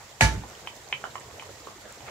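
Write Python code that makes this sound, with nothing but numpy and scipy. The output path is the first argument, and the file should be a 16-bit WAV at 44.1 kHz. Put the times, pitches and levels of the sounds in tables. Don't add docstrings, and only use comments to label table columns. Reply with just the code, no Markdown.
import sys
import numpy as np
from scipy import signal
from scipy.fft import rfft, irfft, next_fast_len
from scipy.io import wavfile
from scipy.ndimage import uniform_filter1d, map_coordinates

SR = 44100
rng = np.random.default_rng(int(sys.argv[2]) if len(sys.argv) > 2 else 0)


def volts_from_db(level):
    exponent = np.asarray(level, float) / 20
    return 10 ** exponent


def output_pcm(signal):
    pcm = np.clip(np.atleast_2d(signal).T, -1, 1) * 32767
    wavfile.write(sys.argv[1], SR, np.round(pcm).astype(np.int16))


N = 92610
HALF = SR // 2
TAP_CYCLES = 0.95


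def unit(x):
    return x / np.sqrt(np.mean(x ** 2) + 1e-20)


def along(points, hz):
    f, value = np.transpose(points)
    return np.interp(np.log(hz + 1), np.log(f + 1), value)


def wobble(rate):
    return map_coordinates(rng.standard_normal(64 + N // 200), [np.arange(N) * rate / SR])


def filtered(x, response):
    m = next_fast_len(x.shape[-1] + 8192)
    spectrum = rfft(x, m) * response(np.fft.rfftfreq(m, 1 / SR))
    return irfft(spectrum, m)[..., :x.shape[-1]]


def add(out, s, x):
    k = round(s * SR)
    part = out[..., k:k + x.shape[-1]]
    part += x[..., :part.shape[-1]]


def ring(hz, t60, attack, phase=0):
    t = np.arange(HALF) / SR
    return np.sin(2 * np.pi * hz * t + phase) * volts_from_db(-60 * t / t60) * (1 - np.exp(-t / attack))


def burst(hz, cycles):
    c = np.arange(SR // 16) / SR * hz
    return -np.sin(2 * np.pi * c) * c / cycles * np.exp(1 - c / cycles)


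def dying(t60s):
    hz, t, z = signal.stft(rng.standard_normal((2, HALF)), SR, nperseg=256)
    decay = volts_from_db(-60 * t / along(t60s, hz)[:, None])
    return signal.istft(z * decay, SR, nperseg=256)[1][:, :HALF]


def rush(spectrum, patchy_db):
    z = signal.stft(rng.standard_normal((2, N)), nperseg=512)[2]
    field = uniform_filter1d(rng.standard_normal(z.shape[1:]), size=6, axis=0)
    field = uniform_filter1d(field, size=6, axis=1)
    pair = signal.istft(z * volts_from_db(patchy_db * unit(field)), nperseg=512)[1][:, :N]
    return unit(filtered(pair, lambda hz: volts_from_db(along(spectrum, hz))))


# f/Hz, correlation
LIKENESS = [(60, 0.96), (180, 0.92), (550, 0.76), (1650, 0.18), (4970, 0.042), (15000, 0.01)]


def paired(pair):
    def mid_side(hz):
        turn = np.arccos(np.clip(along(LIKENESS, hz), -1, 1)) / 2
        return np.array([np.cos(turn), np.sin(turn)])
    mid, side = filtered(pair, mid_side)
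    return np.array([mid + side, mid - side])


# f/Hz, t60/s
KITCHEN_DECAY = [(200, 0.18), (1000, 0.17), (4000, 0.17), (12000, 0.067)]


def kitchen(x):
    wall_s = 0.0025
    tail = dying(KITCHEN_DECAY)
    delayed = np.pad(x, ((0, 0), (round(wall_s * SR), 0)))
    return signal.fftconvolve(delayed, tail / np.linalg.norm(tail[0]), axes=1)


# f/Hz, level/dB, t60/s
STEEL_MODES = [(541, -9, .16), (678, -10, .23), (880, -3.5, .29), (1699, 1, .18), (1970, -6, .12),
               (2290, -2, .2), (2925, -8, .17), (4126, -16, .15), (4396, -14, .16), (4872, -24, .25),
               (5992, -11, .26), (7084, -19, .15), (8053, -21, .15), (10430, -6, .15)]


def steel_ring():
    attack_s, late_hz = 0.015, 3000
    pan_db, phase_rad, waver_rad = 1.5, 0.7, 0.4
    steel = np.zeros((2, HALF))
    for hz, level_db, t60 in STEEL_MODES:
        gain = volts_from_db(level_db + pan_db * rng.standard_normal((2, 1)))
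        phase = phase_rad * rng.standard_normal((2, 1)) + waver_rad * wobble(54)[:HALF]
        steel += gain * ring(hz, t60, attack_s * (1 + (hz / late_hz) ** 2), phase)
    return steel


# f/Hz, level/dB per Hz
CLANG_COLOUR = [(150, -39), (250, -6.5), (427, -8), (882, -10), (1430, -5.5), (1700, -3), (2490, -9),
                (6880, -10), (15500, -36.5)]
# f/Hz, t60/s
CLANG_DECAY = [(300, 0.51), (1500, 0.35), (5000, 0.26), (14000, 0.32)]


def clang_and_crack():
    clang_db, rattle_db = -14.5, 1.5
    crack_db, crack_t60_s = -12.5, 0.017
    t = np.arange(HALF) / SR

    def colour(hz):
        return volts_from_db(along(CLANG_COLOUR, hz))
    scale = np.sqrt(np.mean(colour(np.linspace(0, SR / 2, num=2000)) ** 2))
    rattle = volts_from_db(rattle_db * wobble(158.8)[:HALF])
    clang = paired(filtered(dying(CLANG_DECAY), colour)) * rattle
    crack = paired(filtered(rng.standard_normal((2, HALF)), colour)) * volts_from_db(-60 * t / crack_t60_s)
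    return (volts_from_db(clang_db) * clang + volts_from_db(crack_db) * crack) / scale


# t/s after the blow, level/dB, f/Hz
RIM_CONTACTS = [
    (-.002, -30, 1100),
    (-.0003, -3, 2000),
    (.0012, 1, 2250),
    (.0012, -7, 750),
    (.004, -6, 1900),
    (.014, -9, 2100),
    (.018, -8, 1800),
]


def rim_chatter(out, s, db):
    for after, level_db, hz in RIM_CONTACTS:
        lag_s = 0.0001 * rng.standard_normal()
        contact = volts_from_db(db + level_db) * burst(hz, TAP_CYCLES)
        add(out[0], s + after - lag_s, contact)
        add(out[1], s + after + lag_s, contact)


# f/Hz, level/dB, t60/s, delay/s, swell/s
STOVE_MODES = [
    (60.3, -7, 0.29, 0.017, 0.041),
    (105, -4, 0.1, 0.012, 0.014),
    (105.5, -26, 0.3, .12, 0.014),
    (197.8, -15.5, 0.1, 0.0083, 0.0062),
    (188, -34.5, 0.14, .16, 0.01),
]
# f/Hz, level/dB per Hz
SHUDDER_COLOUR = [(25, -33), (45, -2), (110, -5), (220, -13), (320, -23), (500, -69)]


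def stove_shake(out, s):
    shudder_db, t60_s, swell_s = -17.5, 0.47, 0.016
    t = np.arange(HALF) / SR
    envelope = volts_from_db(-60 * t / t60_s) * (1 - np.exp(-t / swell_s))
    shudder = paired(rush(SHUDDER_COLOUR, patchy_db=-1.0))[:, :HALF] * envelope
    add(out, s, volts_from_db(shudder_db) * shudder)
    for hz, level_db, t60, delay, swell in STOVE_MODES:
        add(out, s + delay, volts_from_db(level_db) * ring(hz, t60, swell))


# t/s, peak level/dB
BLOW = [
    (0.209, -5),
]


def knock():
    steel_db, room_db = -6, -5.5
    out = np.zeros((2, N))
    for s, db in BLOW:
        blow = volts_from_db(db) * clang_and_crack()
        add(out, s, blow + volts_from_db(db + steel_db) * steel_ring())
        rim_chatter(out, s, db)
        add(out, s, volts_from_db(room_db) * kitchen(blow))
        stove_shake(out, s)
    return out


# t/s, peak level/dB, upper f/Hz, lower f/Hz, lower tone level/dB
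BOWL_TAPS = [(0.4365, -43, 1650, 900, 10.5), (0.6731, -23, 2540, 967, -4), (0.9265, -12, 2400, 960, -13),
             (1.0401, -20.5, 1366, 835, -5.5), (1.053, -40.5, 3000, 1020, 12),
             (1.1551, -28.5, 1940, 1075, 6), (1.212, -38.5, 1900, 910, -5), (1.31, -44.5, 1980, 1130, 6),
             (1.3963, -28, 2460, 950, -15), (1.4233, -40, 2030, 1025, 8), (1.43, -44, 2200, 1020, 10),
             (1.492, -39, 1270, 514, 0.5), (1.6711, -30, 1080, 493, -3), (1.855, -38.5, 1670, 683, -2),
             (2.006, -39, 2440, 920, -1), (2.0863, -35.5, 2000, 580, -3.5)]


def taps():
    pan_db, lead_s, room_db = -1, 0.00004, -5
    rim_hz, rim_db, rim_db_per_octave = 3000, -5, 12
    out = np.zeros((2, N))
    side = volts_from_db([[pan_db], [-pan_db]])
    for s, db, hz, low_hz, low_db in BOWL_TAPS:
        contact = burst(hz, TAP_CYCLES)
        rim = volts_from_db(rim_db + rim_db_per_octave * np.log2(hz / rim_hz)) * burst(rim_hz, cycles=4.5)
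        hollow = volts_from_db(low_db) * burst(low_hz, cycles=0.7)
        tap = volts_from_db(db) * side * (contact + rim + hollow)
        add(out[0], s - lead_s, tap[0])
        add(out[1], s + lead_s, tap[1])
        add(out, s, volts_from_db(room_db) * kitchen(tap))
    return out


# f/Hz, level/dB per Hz
SCRAPE_COLOUR = [(200, -44), (450, 2), (1000, 3), (2500, 3), (3300, -8), (5000, -37)]


def scrape():
    peak_s, rise_s, level_db = 2.088, 0.021, -41.5
    swell = np.exp(-np.abs(np.arange(N) / SR - peak_s) / rise_s)
    roughness = volts_from_db(level_db + 3.2 * wobble(120))
    return roughness * swell * paired(rush(SCRAPE_COLOUR, patchy_db=-1.5))


# t/s, level/dB
HAND_THUDS = [
    (0.932, -36),
    (1.104, -41),
    (1.335, -37),
    (2.024, -33.5),
]


def thuds():
    out = np.zeros((2, N))
    for s, db in HAND_THUDS:
        hz = 113.4 * np.exp(0.16 * rng.standard_normal())
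        add(out, s, volts_from_db(db) * ring(hz, t60=0.13, attack=0.023))
    return out


# t/s, peak level/dB, f/Hz
SAUCE_SPITS = [
    (0.4996, -33, 6170),
    (0.7657, -37.5, 5900),
    (1.3164, -41, 6240),
    (1.38, -40, 6060),
    (1.604, -37, 4800),
    (1.8108, -36, 4370),
    (1.9247, -32.5, 7160),
]


def spits():
    out = np.zeros((2, N))
    t = np.arange(400) / SR
    for s, db, hz in SAUCE_SPITS:
        spray = uniform_filter1d(np.diff(rng.standard_normal((2, 401))), size=2) * volts_from_db(-60 * t / 0.0067)
        pop = ring(hz, t60=0.0052, attack=0.000072)[:400]
        add(out, s, volts_from_db(db) * (0.94 * pop + 0.37 * spray))
    return out


def grains(count, hz, spread, cycles, rise, scatter_db):
    u = rng.random((count, 3))
    f = np.clip(hz * np.exp(spread * rng.standard_normal((count, 1))), 150, 7400)
    phase = f * np.arange(900) / SR
    c = phase / cycles
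    size = volts_from_db(-scatter_db * np.log(u[:, 1:2]))
    envelope = c * np.exp(-3 * c) * (c < 3)
    wave = size * np.sin(2 * np.pi * cycles * c * (1 + rise * c)) * envelope
    at = (u[:, :1] * N).astype(int) + np.arange(900)
    turn = 2 * np.pi * u[:, 2:]
    pair = [np.bincount(at.ravel(), (wave * gain).ravel(), N + 900)[:N] for gain in (np.cos(turn), np.sin(turn))]
    return unit(np.array(pair))


# t/s, level/dB
SIMMER_STRENGTH = [(0.0, -50), (0.15, -51.5), (0.29, -49.5), (0.69, -50), (0.92, -49.5), (1.75, -50),
                   (2.1, -49)]
# f/Hz, level/dB per Hz
SAUCE_COLOUR = [(120, -31), (200, -9.5), (274, -11.5), (365, -9), (419, -5.5), (675, -5.5), (1340, -10.5),
                (1640, -11.5), (4000, -21), (5200, -31), (8800, -120)]
# f/Hz, level/dB per Hz
STEAM_COLOUR = [(880, -27), (1500, -27.5), (1860, 0), (2730, -7.5), (2980, -6), (6350, -2.5), (7360, -0.5),
                (8700, -12.5), (15700, -16.5)]
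# f/Hz, level/dB per Hz
BURNER_COLOUR = [(15, -44), (25, -11), (43, -4), (123, -3.5), (143, -2.5), (162, -39), (204, -13.5),
                 (260, -43), (340, -27), (570, -120)]


def simmer():
    s, db = np.transpose(SIMMER_STRENGTH)
    strength_db = np.interp(np.arange(N) / SR, s, db) + 0.23 * wobble(10.5)
    burner = volts_from_db(-7 + 1.1 * wobble(14)) * rush(BURNER_COLOUR, patchy_db=0.4)
    sauce = volts_from_db(0.5 + 0.6 * wobble(24.97)) * rush(SAUCE_COLOUR, patchy_db=2.37)
    steam = volts_from_db(-2 + 1.2 * wobble(45)) * rush(STEAM_COLOUR, patchy_db=0.35)
    bubbles = volts_from_db(-8) * grains(count=260, hz=745.7, spread=0.542, cycles=7.6, rise=0.096, scatter_db=0.0)
    fizz = volts_from_db(-11) * grains(count=900, hz=4270, spread=0.306, cycles=8.5, rise=0.021, scatter_db=4.0)
    return paired(volts_from_db(strength_db) * (burner + sauce + steam + bubbles + fizz))


def scene():
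    return knock() + taps() + scrape() + thuds() + spits() + simmer()


# f/Hz, left minus right level/dB
MICROPHONE_LEAN = [(60, -4.5), (150, 1), (380, -0.5), (950, -2.0), (2380, -0.5), (5980, -5.5), (15000, -7)]


def microphones(dry):
    low_cut_hz, top_hz = 48, 15740

    def response(hz):
        band = (hz < top_hz) * hz ** 3 / np.sqrt(hz ** 6 + low_cut_hz ** 6)
        return band * volts_from_db(along(MICROPHONE_LEAN, hz) * np.array([[0.5], [-0.5]]))
    return filtered(dry, response)


def roll_off(x):
    return signal.sosfilt(signal.butter(12, 15830, fs=SR, output="sos"), x)


def record(dry):
    mix = microphones(dry)
    return roll_off(mix)


dry = scene()
out = record(dry)
output_pcm(out)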